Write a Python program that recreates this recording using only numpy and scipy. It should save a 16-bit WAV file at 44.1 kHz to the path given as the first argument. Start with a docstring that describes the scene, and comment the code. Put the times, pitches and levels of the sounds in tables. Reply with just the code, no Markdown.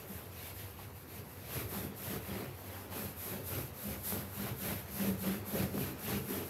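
"""Quick back-and-forth hissing strokes over a room hum: soft at first, louder from 1.4 s.
A gloved hand wipes a padded sofa cushion with a sponge, a few metres from a phone.
The fibres hiss, the weave rasps, creases drag; creases and seams thump the cushion and its frame.
The furnished room answers briefly; the small microphone peaks in the top treble."""
import sys
import numpy as np
from scipy import signal
from scipy.fft import rfft, irfft, next_fast_len
from scipy.io import wavfile
from scipy.ndimage import uniform_filter1d, map_coordinates

SR = 44100
rng = np.random.default_rng(int(sys.argv[2]) if len(sys.argv) > 2 else 0)


def dump(signal):
    """Clip the signal to [-1, 1] and save it as 16-bit WAV at the path in sys.argv[1]."""
    limited = np.clip(np.atleast_2d(signal).T, -1, 1)
    pcm = np.round(limited * 32767).astype(np.int16)
    wavfile.write(sys.argv[1], SR, pcm)


N = 286209

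# Noise spectra: f/Hz, relative density/dB
AIR_SPECTRUM = [(25, -44), (45, 3.5), (110, -5), (200, 1.5), (400, -9.5), (900, -5), (2500, -25),
                (6000, -39.5), (16000, -61)]
CIRCUIT_SPECTRUM = [(15, -3), (35, -7), (60, -9), (200, -23)]
SCUFF_SPECTRUM = [(250, -12), (500, -9), (900, 11), (1500, -19), (2600, -11), (3300, -18), (9000, -37)]
CREASE_SPECTRUM = [(400, -6.5), (650, 3.5), (900, -0.5), (1400, -0.5), (2000, -5.5), (3500, -26)]
WEAVE_SPECTRUM = [(1200, -17.5), (1900, -0.5), (2600, 1.5), (3200, -3), (4500, -6), (6500, -11.5),
                  (12000, -25)]
FIBRE_SPECTRUM = [(1500, -51), (3500, 1.5), (6000, 0), (9000, -0.5), (12500, 2), (16000, -9)]
# Resonances of the hum and the sofa parts: f/Hz, width/Hz, relative level/dB
HUM_MODES = [(68.6, 17.5, -13.5), (94.5, 9.9, -0.5), (400, 8.9, -21), (486, 13, -14), (626, 19, -30)]
PADDING_MODES = [(193.4, 14.4, -20), (220, 22, -29)]
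FRAME_MODES = [(71.9, 8.2, -1), (106.3, 22, 0), (133.2, 21.7, 1), (148, 15, -0.5)]
COVER_MODES = [(259, 45, 1), (311.7, 23, 5.5), (383, 62, 4), (451.5, 30, 2)]
RAIL_MODES = [(536, 44, -2), (607, 64, -8.5)]
# Room decay: f/Hz, T60/s
ROOM_DECAY = [(100, 0.29), (1000, 0.76), (12000, 0.27)]
# Sponge landings: t/s, level/dB
LANDINGS = [(0.789, -47), (2.86, -54.5), (2.921, -45.5)]
# Floor left by the resting hand: level/dB of rasp, drag, padding, frame, cover, rail
REST_DB = (-66, -62.5, -69.5, -60, -63, -74.5)
# Strokes, each lasting until the next: start t/s, hiss at the turn/dB re HISS_REF_DB,
# speed peak/0-1, speed exponent, hiss/dB re HISS_REF_DB, pressure peak/0-1, pressure exponent,
# rasp/dB, drag/dB, thump delay/s, thump hold/s, padding/dB, frame/dB, cover/dB, top rail/dB
STROKE_TABLE = [(-0.1, -60.0, 0.6, 3.0, -54, 0.8, 0.7, -61.5, -63, 0.09, 0.097, -74, -70, -56.5, -63),
                (0.07, -57.5, 0.1, 0.97, -51, 0.35, 0.79, -62, -57, 0.016, 0.046, -54, -72.0, -55, -63.5),
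                (0.3, -58, 0.7, 0.8, -50, 0.63, 0.59, -56, -60, 0.06, 0.044, -73, -72.0, -62, -70),
                (0.54, -58, 0.1, 0.54, -52, 0.3, 2.2, -56, -65, 0.06, 0.0, -74, -61, -58, -66.5),
                (0.75, -59, 0.35, 1.7, -56, 0.28, 2.7, -58, -60.5, 0.018, 0.018, -71.0, -56.5, -71, -71),
                (0.93, -63, 0.45, 0.8, -56.5, 0.4, 4.0, -67, -74, 0.085, 0.03, -75, -72.0, -57, -76),
                (1.06, -66.0, 0.48, 0.86, -53, 0.7, 1.0, -59.5, -65, 0.026, 0.15, -63, -56, -60, -67.5),
                (1.23, -62, 0.6, 0.6, -57.5, 0.6, 0.7, -66.0, -62, 0.044, 0.06, -69, -59, -63, -72),
                (1.38, -57.5, 0.68, 2.5, -43.5, 0.7, 2.2, -50, -50.5, 0.15, 0.055, -50, -39.5, -46, -55.5),
                (1.679, -54, 0.18, 1.1, -44.5, 0.26, 1.6, -53.5, -50, 0.036, 0.135, -47.5, -49.5, -50.0, -62),
                (1.93, -68, 0.5, 1.24, -44, 0.69, 1.9, -51, -49.5, 0.16, 0.03, -45, -45.5, -46, -52.5),
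                (2.22, -55, 0.16, 0.8, -52.5, 0.4, 1, -54, -49.5, 0.046, 0.16, -49.5, -46.0, -50.5, -59),
                (2.53, -61, 0.5, 0.44, -53, 0.7, 1.3, -58, -54.5, 0.304, 0.0, -54.0, -72.0, -50.5, -57),
                (2.895, -67.0, 0.5, 0.7, -45.5, 0.23, 1.1, -53.5, -49, 0.034, 0.08, -46.5, -49, -48.5, -56.5),
                (3.145, -57, 0.31, 1.3, -43, 0.63, 1.15, -54.5, -51.5, 0.11, 0.12, -51.5, -53.5, -50.5, -55.5),
                (3.429, -56, 0.2, 0.75, -43.5, 0.4, 2, -53, -50, 0.052, 0.082, -52, -42, -48, -54),
                (3.72, -70.0, 0.51, 1.06, -44, 0.77, 1.5, -54.5, -53, 0.13, 0.027, -46.5, -45.5, -49, -51.5),
                (4.012, -51.0, 0.21, 2.0, -38.5, 0.44, 1.4, -53, -49.5, 0.093, 0.038, -42, -46, -48.5, -51),
                (4.282, -55, 0.55, 1.25, -44.5, 0.71, 1.5, -53.0, -49.5, 0.096, 0.099, -46.5, -45, -48, -59),
                (4.55, -55, 0.31, 1.1, -41.5, 0.4, 2.5, -51, -47, 0.05, 0.11, -44.5, -44.5, -49.5, -56),
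                (4.866, -61.0, 0.52, 0.96, -42, 0.62, 3.5, -48, -45.5, 0.13, 0.085, -37.5, -42, -43.5, -54),
                (5.162, -56, 0.25, 0.86, -44.5, 0.52, 2.2, -50.5, -49, 0.063, 0.039, -37, -44, -41.5, -49.5),
                (5.43, -67.0, 0.42, 1.2, -42.5, 0.66, 2.7, -48.5, -45, 0.088, 0.086, -38.5, -40.5, -41.5, -45.5),
                (5.704, -53, 0.47, 1.0, -45, 0.54, 1.5, -50.5, -50.5, 0.014, 0.043, -45, -43, -40, -52),
                (5.968, -64, 0.45, 0.95, -44, 0.61, 1.8, -47.5, -46.5, 0.091, 0.1, -40, -41, -45.0, -54.5),
                (6.226, -50, 0.32, 3.2, -43.5, 0.41, 1.9, -52.5, -49.5, 0.05, 0.11, -46.5, -52, -43.5, -58)]

LAST_STROKE_END_S, HISS_REF_DB = 6.52, -10.0
CLOTH_TURN_DB, CUSHION_TURN_DB = -12, -16  # left as the hand turns, re the stroke's level
THUMP_RISE_S, THUMP_T60_S, SMALL_BUMPS_DB = 0.032, 0.34, -9.5
TIME_S = np.arange(N) / SR


def amp(db):
    """dB to gain."""
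    return 10 ** (np.asarray(db) / 20)


def unit(x):
    """x at rms 1."""
    return x / np.sqrt(np.mean(x ** 2) + 1e-20)


def log_interp(points, hz):
    """(f/Hz, value) points interpolated over log frequency."""
    f, value = np.transpose(points)
    return np.interp(np.log(hz + 1), np.log(f + 1), value)


def wobble(rate_hz):
    """Smooth random curve, rate_hz knots a second."""
    knots = rng.standard_normal(int(N * rate_hz / SR) + 4)
    return map_coordinates(knots, [TIME_S * rate_hz])


def filtered(x, response):
    """x through a complex frequency response."""
    size = next_fast_len(N + SR // 2)
    return irfft(rfft(x, size) * response(np.fft.rfftfreq(size, 1 / SR)), size)[..., :N]


def bandpass(f, centre_hz, width_hz):
    """Response of one resonance, peak gain 1."""
    return 1j * f * width_hz / (centre_hz ** 2 - f * f + 1j * f * width_hz)


def resonant(x, modes):
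    """x through parallel resonances of alternating sign."""
    return filtered(x, lambda f: sum((-1) ** k * amp(db) * bandpass(f, hz, width_hz)
                                     for k, (hz, width_hz, db) in enumerate(modes)))


def coloured(x, spectrum):
    """x shaped by a spectrum, rms 1."""
    return unit(filtered(x, lambda hz: amp(log_interp(spectrum, hz))))


def snags(rate_hz, spread_db):
    """Random impulses, most small, a few large; rms 1."""
    chance, size, polarity = rng.random((3, N))
    impulses = amp(-spread_db * np.log(1 - size)) * np.sign(polarity - .5)
    return unit(impulses * (chance < rate_hz / SR))


def room_tone():
    """Wavering narrow-band household hum over broad air noise."""
    hum = unit(resonant(rng.standard_normal(N + SR // 2), HUM_MODES))
    air = coloured(rng.standard_normal(N), AIR_SPECTRUM)
    return amp(-52.5 + 1.3 * wobble(3.51)) * hum + amp(-58.5 + 0.18 * wobble(0.91)) * air


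def reverb(x):
    """Wall reflections: a delayed noise tail, each frequency with its own T60."""
    hz, t, noise = signal.stft(rng.standard_normal(SR // 2), SR, nperseg=256)
    decay = amp(-60 * t / log_interp(ROOM_DECAY, hz)[:, None])
    tail = signal.istft(noise * decay, SR, nperseg=256)[1]
    return signal.fftconvolve(np.pad(x, (400, 0)), tail / np.linalg.norm(tail))[:N]


def hand_motion():
    """Per sample: speed, pressure, thump, hiss gain at the turns, the stroke's seven layer gains."""
    (start_s, turn_db, speed_peak, speed_power, hiss_db, pressure_peak, pressure_power,
     rasp_db, drag_db, delay_s, hold_s, *sofa_db) = np.transpose(STROKE_TABLE)
    length_s = np.diff(np.append(start_s, LAST_STROKE_END_S))
    stroke = np.searchsorted(start_s, TIME_S, "right") - 1
    elapsed_s = TIME_S - start_s[stroke]
    progress = elapsed_s / length_s[stroke]

    def arch(peak, power):
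        """0 at both turns, 1 at the peak; a higher power narrows it."""
        triangle = np.minimum(progress / peak[stroke], (1 - progress) / (1 - peak[stroke]))
        return np.sin(np.pi / 2 * triangle) ** power[stroke]

    speed, pressure = arch(speed_peak, speed_power), arch(pressure_peak, pressure_power)
    since_crease_s = elapsed_s - delay_s[stroke]
    rise = np.clip(since_crease_s / THUMP_RISE_S + 1, 0, 1)
    fall = amp(-60 * np.clip(since_crease_s - hold_s[stroke], 0, 1) / THUMP_T60_S)
    thump = np.hypot(rise * fall, amp(SMALL_BUMPS_DB) * np.sin(np.pi * progress))
    gains = uniform_filter1d(amp([hiss_db, rasp_db, drag_db, *sofa_db])[:, stroke], SR // 40, axis=1)
    return speed, pressure, thump, amp(np.interp(TIME_S, start_s, turn_db)), gains


def pressed(gain, push, turn_db, rest_db):
    """Envelope: power sum of the push, the turning hand and the resting hand."""
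    return np.sqrt(gain ** 2 * (push ** 2 + amp(2 * turn_db)) + amp(2 * rest_db))


def scuffs(rise_s=0.0038, t60_s=0.077):
    """The landing sponge bites the cloth at once and fades fast."""
    bite = sum(amp(db - 60 * np.clip(TIME_S - at_s, 0, 1) / t60_s)
               * np.clip((TIME_S - at_s) / rise_s, 0, 1) for at_s, db in LANDINGS)
    return bite * coloured(snags(9000, spread_db=1.5), SCUFF_SPECTRUM)


def cushion(thump, gains):
    """Bumps under the hand ring the padding, frame, taut cover and top rail, each slightly late."""
    parts = ((PADDING_MODES, 0.0044, 600), (FRAME_MODES, 0.03, 500),
             (COVER_MODES, 0.027, 600), (RAIL_MODES, 0.016, 600))
    sound = np.zeros(N)
    for (modes, lag_s, rate_hz), gain, rest_db in zip(parts, gains, REST_DB[2:]):
        bumps = snags(rate_hz, spread_db=2.5)
        drive = np.interp(TIME_S - lag_s, TIME_S, pressed(gain, thump, CUSHION_TURN_DB, rest_db))
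        sound += resonant(drive * bumps, modes) / np.std(resonant(bumps, modes))
    return sound


def uneven_cloth(x, depth_db):
    """Random patches of frequency and time come out louder or softer."""
    spectrogram = signal.stft(x, nperseg=512)[2]
    patches = uniform_filter1d(rng.standard_normal(spectrogram.shape), size=5, axis=0)
    patches = uniform_filter1d(patches, size=8, axis=1)
    return signal.istft(spectrogram * amp(depth_db * unit(patches)), nperseg=512)[1][:N]


def sponge(speed, pressure, turn_gain, gains):
    """Fibres hiss with speed; the weave rasps and creases drag with pressure. The grip flutters all."""
    hiss_gain, rasp_gain, drag_gain = gains
    grip = wobble(40)
    hiss = coloured(snags(14000, spread_db=1.0), FIBRE_SPECTRUM)
    rasp = coloured(uneven_cloth(snags(6000, spread_db=0.2), depth_db=2.1), WEAVE_SPECTRUM)
    drag = coloured(uneven_cloth(snags(3000, spread_db=2.53), depth_db=1.77), CREASE_SPECTRUM)
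    return (np.hypot(hiss_gain * speed, turn_gain) * amp(HISS_REF_DB + 0.98 * grip) * hiss
            + pressed(rasp_gain, pressure, CLOTH_TURN_DB, REST_DB[0]) * amp(0.11 * grip) * rasp
            + pressed(drag_gain, pressure, CLOTH_TURN_DB, REST_DB[1]) * amp(0.33 * grip) * drag)


def scene():
    """One hand drives sponge and cushion in the humming room; mono."""
    speed, pressure, thump, turn_gain, gains = hand_motion()
    sofa = sponge(speed, pressure, turn_gain, gains[:3]) + scuffs() + cushion(thump, gains[3:])
    return (sofa + amp(-11) * reverb(sofa) + room_tone())[None]


def record(dry, port_hz=12600, low_cut_hz=55, top_hz=15750):
    """Microphone: port resonance, bass roll-off, faint low circuit noise, band limit."""
    port = lambda f: 1 + amp(13) * bandpass(f, port_hz, width_hz=2200)
    low_cut = lambda f: (f * f / (f * f - low_cut_hz ** 2 - 1.3j * f * low_cut_hz)) ** 2
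    picked_up = filtered(dry, lambda f: port(f) * low_cut(f))
    circuit = amp(-84) * coloured(rng.standard_normal(N), CIRCUIT_SPECTRUM)
    return filtered(picked_up + circuit, lambda f: f < top_hz)


dry = scene()
out = record(dry)
dump(out)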